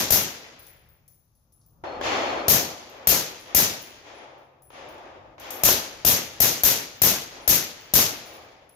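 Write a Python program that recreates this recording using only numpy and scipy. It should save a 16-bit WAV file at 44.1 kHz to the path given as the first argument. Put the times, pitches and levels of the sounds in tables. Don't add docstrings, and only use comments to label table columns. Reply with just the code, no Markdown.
import sys
import numpy as np
from scipy import signal
from scipy.io import wavfile

SR = 44100
rng = np.random.default_rng(int(sys.argv[2]) if len(sys.argv) > 2 else 0)


def field_ratio(decibels):
    return 10 ** (np.asarray(decibels, dtype=float) / 20)


def unload_wav(signal):
    wavfile.write(
        sys.argv[1],
        SR,
        np.round(np.clip(np.atleast_2d(signal).T, -1, 1) * 32767).astype(np.int16),
    )


N = 385875

# start in seconds, peak in dB, extra body below 1.5 kHz in dB,
# extra slap from the back bank in dB.
SHOTS = [(0.105, -6.5, -1.5, -2.5), (2.482, -5, 0.6, -1.5), (3.072, -5.5, -0.8, -1.5),
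         (3.548, -5.5, -1.6, -0.5), (5.635, -4, -1.6, 8), (6.049, -5.5, -1, -22), (6.403, -6, -1.5, -5),
         (6.635, -5.5, -2.5, -7), (7.018, -5.5, -0.9, -2), (7.477, -6, -2.5, -8.5),
         (7.937, -4.5, -0.6, -0.5)]
# start in seconds, tick in dB, lower ring in dB, upper ring in dB.
CASES = [(0.2944, -40, -57, -55), (0.5934, -44.5, -55, -51), (0.6669, -41, -57, -50),
         (0.8884, -61, -74, -58), (1.0795, -44.5, -59, -58), (1.2524, -69, -89, -77),
         (1.3516, -61, -73, -71), (1.5229, -53.5, -60.5, -71), (1.6621, -57, -72, -63),
         (2.8983, -43.5, -74.5, -79), (3.3972, -40.5, -61.5, -70), (3.8147, -41, -53.5, -46),
         (4.1494, -77, -68, -80), (4.3794, -74, -80, -71), (4.6214, -52, -55, -59), (4.887, -52, -64, -62),
         (5.3986, -35, -68, -65), (5.5054, -18.5, -64.5, -55), (5.928, -53, -74, -74),
         (6.2994, -51, -65, -76), (6.967, -55, -72, -51), (7.26, -52, -68, -63), (7.417, -51.5, -62, -66),
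         (7.8037, -55, -69, -56), (8.2564, -53, -62, -54), (8.334, -42.5, -63, -57),
         (8.693, -50.5, -58.5, -66)]


def shot_echoes():
    earlier_shot = (-0.12, -1.5, 0.42, 0)
    # frequency in Hz, level in dB per Hz,
    # extra loss in air and leaves in dB per s.
    blast = [(39, -14, 57.5), (100, 1, 51), (250, -5.5, 7.5), (556, -5.5, -0.5), (1300, -11.5, -1),
             (2220, -10, -2), (5000, -7.5, 19), (8100, -5.5, 53), (12100, -7.5, 86), (16000, -9.5, 85)]
    after = np.arange(int(1.6 * SR)) / SR
    brief = after[:9000]
    echo_db = echo_shape_db(after)
    uneven_db = 0.27 * drift(50)

    def add_shots(power, hz):
        blast_db = at_hz(blast, hz)
        shape = field_ratio(2 * (echo_db - at_hz(blast, hz, column=2) * after + blast_db))
        shape *= 1 + 2.1 * (hz > 9000) * np.exp(-after / 0.049)
        for s, peak_db, body_db, slap_db in [earlier_shot, *SHOTS]:
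            add(power, round(s * SR), shape * field_ratio(2 * (peak_db - 3.5 + body_db * (hz < 1500))))
            if 700 < hz < 1700:
                surge_db = peak_db + slap_db - 11 + blast_db - 123 * brief
                add(power, round((s + 0.041) * SR), field_ratio(2 * surge_db))

    def add_case_ticks(power, hz):
        knock = field_ratio(2 * (3.5 - 1800 * brief))
        bay = field_ratio(2 * (-4.5 - 110 * brief))
        thin_db = -9 * max(np.log2(6000 / hz), 0)
        for s, tick_db, *rings in CASES:
            add(power, round(s * SR), (knock + bay) * field_ratio(2 * (tick_db + thin_db - 16.5)))

    def gain_at(hz):
        power = np.zeros(N)
        add_shots(power, hz)
        add_case_ticks(power, hz)
        return np.sqrt(power) * field_ratio(uneven_db + .9 * drift(45))

    return scattered([grains(14000, spread_db=2.5), grains(8000, spread_db=1.5)], gain_at)


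def echo_shape_db(after):
    hold_s, knee_s = 0.081, 0.0062
    past_hold = knee_s * np.logaddexp(0, (after - hold_s) / knee_s)
    gap_db = -7 * np.exp(-((after - 0.01) / 0.0056) ** 2)
    banks_db = -1.53 - 109 * past_hold + gap_db
    woods_db = -20.5 - 31 * after ** 2
    return 10 * np.log10(field_ratio(2 * banks_db) + field_ratio(2 * woods_db))


def thumps():
    # delay after the shot in seconds, frequency in Hz, level in dB, 60 dB decay time in seconds.
    pulses = [(-.0004, 666, -21.5, 0.019), (.003, 100, -30.5, 0.045), (.004, 66.7, -29, 0.12),
              (0.033, 126.2, -30.5, .05), (.034, 234.8, -32, .03), (0.054, 1086, -21.5, 0.0069),
              (0.054, 3105, -22.5, 0.0067), (.0535, 560, -22, 0.013)]
    out = np.zeros(N)
    chances = rng.standard_normal((len(SHOTS), len(pulses)))
    for (s, peak_db, body_db, slap_db), chance in zip(SHOTS, chances):
        for (delay, hz, level_db, t60), c in zip(pulses, chance):
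            back_bank_db = slap_db * (delay > .045)
            add(out, *ring(s + delay, hz, level_db + peak_db + back_bank_db + 8.5 + 0.5 * c, t60))
    return out


def cases():
    # frequency in Hz, blur in Hz, 60 dB decay time in seconds.
    modes = [
        (10800, 110, .55),
        (15120, 170, .42),
    ]
    out, t = 0, np.arange(N) / SR
    for column, (hz, blur_hz, t60) in enumerate(modes):
        power = np.zeros(N)
        for s, tick_db, *ring_db in CASES:
            add(power, round(s * SR), field_ratio(2 * (ring_db[column] + 3.5 - 60 * t[:30000] / t60)))
        phase = 2 * np.pi * hz * np.cumsum(1 + .006 * drift(5)) / SR + 3 * drift(40)
        steady = np.sin(phase) * field_ratio(3 * drift(25))
        blurred = narrow_noise(hz - blur_hz / 2, hz + blur_hz / 2)
        out = out + np.sqrt(power) * (1.1 * steady + .7 * blurred)
    return out


def ticks():
    clicks = np.zeros(N)
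    for s, tick_db, *ring_db in CASES:
        clicks[round(s * SR)] = field_ratio(min(tick_db, -40) + 6)
    return signal.sosfilt(signal.butter(2, 5000, "high", fs=SR, output="sos"), clicks + 1e-18)


def handling():
    # start in seconds, level in dB, 60 dB decay time in seconds.
    rustles = [(1.08, -77, .3), (1.352, -78, .2), (1.522, -84, .35), (1.612, -68, .06), (1.63, -79, .4)]
    return dying(rustles, .001) * field_ratio(-1 + 2.9 * drift(49.4)) * narrow_noise(4200, 6500)


def far_gunfire():
    # start in seconds, first crack in dB, roll in dB, treble against the roll in dB,
    # time the crest lasts after the start in seconds.
    far_shots = [(1.55, -95, -30.5, -13.5, 0.19), (1.844, -45, -52.5, -12, .1),
                 (2.012, -26, -24, -6.5, 0.16), (2.885, -60, -43, -11.5, .15),
                 (3.44, -65, -43.5, -6.5, 0.1), (4.03, -53, -44, -7.5, 0.1),
                 (4.703, -44, -42.5, -8.5, 0.22), (4.98, -44, -51, -11.5, 0.11),
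                 (5.381, -40.5, -38.5, -5.5, 0.18), (5.9, -70, -57, -3, .15), (6.27, -70, -53, 0, .15),
                 (7.289, -65, -45, -10, 0.1), (7.76, -74, -56.5, 1.5, 0.24),
                 (8.218, -65, -46.5, -15, 0.057)]
    # frequency in Hz, level in dB per Hz.
    colour = [(60, -21), (120, -20), (200, -23.5), (290, 0), (430, -5.5), (620, 1.5), (900, -3.5),
              (1500, -8.5), (2600, -8), (4400, -20), (6500, -24.5), (8600, -35), (13000, -53.5)]
    t = np.arange(N) / SR
    coarse = t[::64]
    s, crack_db, level_db, treble_db, crest_s = np.transpose(far_shots)[:, :, None]
    age = np.maximum(coarse - s, 0)
    late = np.maximum(age - crest_s, 0)
    fall_db_per_s2, end_db_per_s = 75, 43.5
    turn = end_db_per_s / fall_db_per_s2 / 2
    fall_db = fall_db_per_s2 * np.minimum(late, turn) ** 2 + end_db_per_s * np.maximum(late - turn, 0)
    swell = 1 - np.exp(-(age / 0.043) ** 1.26)
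    roll = field_ratio(2 * 0.68 * drift(30)) * (t > FAR_START_S)
    cracks = np.zeros(N)
    for start, peak_db, *rest in far_shots[1:]:
        add(cracks, round(start * SR), field_ratio(2 * (peak_db - 960 * t[:4000])))

    def power_at(hz):
        share = np.clip(np.log2(hz / 900) / 2.16, 0, 1.8)
        colour_db = at_hz(colour, hz) + 12.5
        each_db = level_db - fall_db + share * (treble_db + 10 - 28 * age)
        each_db = each_db - 60 * age * (hz > 7200)
        rolls = np.interp(t, coarse, np.sum(swell ** 2 * field_ratio(2 * each_db), axis=0)) * roll
        return rolls * field_ratio(2 * colour_db) + cracks * field_ratio(2 * (colour_db - 4.3 * share))

    return power_at


FAR_START_S = 1.838


def quiet_air():
    # frequency in Hz, level in dB per Hz.
    colour = [(15, -39), (25, 0.5), (125, 3), (309, -16.5), (1120, -21), (1670, -37.5), (6040, -34),
              (8550, -46.5), (10600, -31.5), (13800, -39), (15000, -39)]
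    # time in
    # seconds, level in dB.
    breeze = [(0, -67.5), (0.86, -62.5), (1.3, -69), (1.7, -63.5), (2.05, -47.5), (2.8, -65.5),
              (3.9, -63.5), (4.5, -71), (4.85, -63), (5.3, -61.5), (6.0, -60.5), (7.9, -62), (8.5, -65),
              (8.75, -69)]
    t = np.arange(N) / SR
    breeze_db = np.interp(t, *np.transpose(breeze))
    still_db = -65 - 7 * (t > FAR_START_S)

    def power_at(hz):
        strength_db = breeze_db if hz < 1500 else still_db
        return field_ratio(2 * (strength_db + 21.0 + at_hz(colour, hz)))

    return power_at


def surroundings():
    # frequency in Hz, width in Hz, level in dB. The rows up to 528 Hz are
    # resonances of the path; the rows above thin the treble near 8.5 kHz and at the top.
    path = [(200, 110, -3.5), (330, 26, 1), (455, 31, -5), (528, 91, 3), (8460, 2000, -4.5),
            (15000, 4000, -6.5)]
    guns_at, air_at = far_gunfire(), quiet_air()

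    def gain_at(hz):
        return np.sqrt(guns_at(hz) + air_at(hz)) * field_ratio(0.27 * drift(32))

    return peaks(scattered(rng.standard_normal((2, 2, N)), gain_at), path)


def plate():
    # start in seconds, level in dB, 60 dB decay time in seconds.
    strikes = [
        (1.842, -56.5, 1.5),
        (2.05, -44, 2.5),
    ]
    hz, blur_hz, tone_end_s = 4285, 45, 2.47
    t = np.arange(N) / SR
    steady = np.sin(2 * np.pi * hz * t + 1.5 * drift(30))
    tone = steady + .9 * narrow_noise(hz - blur_hz / 2, hz + blur_hz / 2)
    return dying(strikes, .02) * np.clip((tone_end_s - t) / .05, 0, 1) * tone


def hum():
    # frequency in Hz, level in dB, start in seconds, end in seconds.
    motor = (135, -66, 3.9, 5.7)
    hz, level_db, start, end = motor
    t = np.arange(N) / SR
    fade = np.clip(np.minimum(t - start, end - t) / 0.47, 0, 1)
    return fade * field_ratio(level_db + 1.5 * drift(20)) * np.sin(2 * np.pi * hz * t + .7 * drift(15))


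def scattered(sources, gain_at):
    # frequency in Hz, left-right likeness from 0 to 1.
    likeness = [(30, 0), (60, 0.93), (250, .85), (500, 0.69), (1000, 0.0), (4000, 0.0), (12000, 0.069)]
    out, edges = 0, 28 * 2 ** np.arange(0, 9.6, .5)
    for k, (low, high) in enumerate(zip(edges, edges[1:])):
        hz = np.sqrt(low * high)
        band = signal.butter(2, [low, high], "band", fs=SR, output="sos")
        mid, side = signal.sosfilt(band, sources[k % 2])
        alike = at_hz(likeness, hz)
        stereo = np.sqrt(1 + alike) * mid + np.sqrt(1 - alike) * side * [[1], [-1]]
        out = out + gain_at(hz) * stereo
    return out


def grains(per_s, spread_db):
    clicks = (rng.random((2, N)) < per_s / SR) * rng.standard_normal((2, N))
    clicks = clicks * field_ratio(spread_db * np.minimum(rng.exponential(1, (2, N)), 4))
    return clicks / clicks.std()


def narrow_noise(low_hz, high_hz):
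    sos = signal.butter(2, [low_hz, high_hz], "band", fs=SR, output="sos")
    band = signal.sosfilt(sos, rng.standard_normal((2, N)))
    band = band[0] + .5 * band
    return band / band.std()


def ring(s, hz, level_db, t60):
    t = np.arange(int(min(t60, 1) * SR)) / SR
    return round(s * SR), field_ratio(level_db - 60 * t / t60) * np.sin(2 * np.pi * hz * t)


def dying(rows, rise_s):
    age = np.arange(SR) / SR
    power = np.zeros(N)
    for s, level_db, t60 in rows:
        swell = 1 - np.exp(-age / rise_s)
        add(power, round(s * SR), field_ratio(2 * (level_db - 60 * age / t60)) * swell ** 2)
    return np.sqrt(power)


def drift(rate):
    knots = rng.standard_normal(int(N / SR * 60) + 2)
    return np.interp(np.arange(N) / SR * rate, np.arange(len(knots)), knots) * 1.22


def peaks(x, rows):
    for hz, width, peak_db in rows:
        w, a = 2 * np.pi * hz / SR, field_ratio(peak_db / 2)
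        q = w * width / hz / 2
        turn = -2 * np.cos(w)
        x = signal.lfilter([1 + q * a, turn, 1 - q * a], [1 + q / a, turn, 1 - q / a], x)
    return x


def at_hz(points, hz, column=1):
    table = np.array(points)
    return np.interp(np.log(hz), np.log(table[:, 0]), table[:, column])


def add(out, start, wave):
    first, last = max(start, 0), min(start + len(wave), N)
    out[first:last] += wave[first - start:last - start]


def scene():
    rifle = shot_echoes() + thumps()
    brass = cases() * field_ratio([[-6], [-3]]) + ticks()
    return rifle + brass + handling() + surroundings() + plate() + hum()


def low_pass(x):
    return signal.sosfilt(signal.butter(12, 16810, fs=SR, output="sos"), x)


def record(dry):
    # frequency in Hz, width in Hz, level in dB.
    ports = [
        [(6430, 1800, 8), (8320, 2700, -8), (12360, 3000, 10), (13740, 2900, 4.5)],
        [(6070, 2800, 10), (8570, 4100, -11), (12400, 3300, 4), (14750, 2400, -7)],
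    ]
    out = dry * field_ratio([[0], [-2.5]])
    for k, port in enumerate(ports):
        out[k] = peaks(out[k], port)
    out = 1.1 * np.tanh(out / 1.1)
    out = signal.sosfilt(signal.cheby2(10, 45, 16300, fs=SR, output="sos"), out)
    out = signal.sosfilt(signal.butter(2, 38, "high", fs=SR, output="sos"), out)
    return low_pass(out)


dry = scene()
out = record(dry)
unload_wav(out)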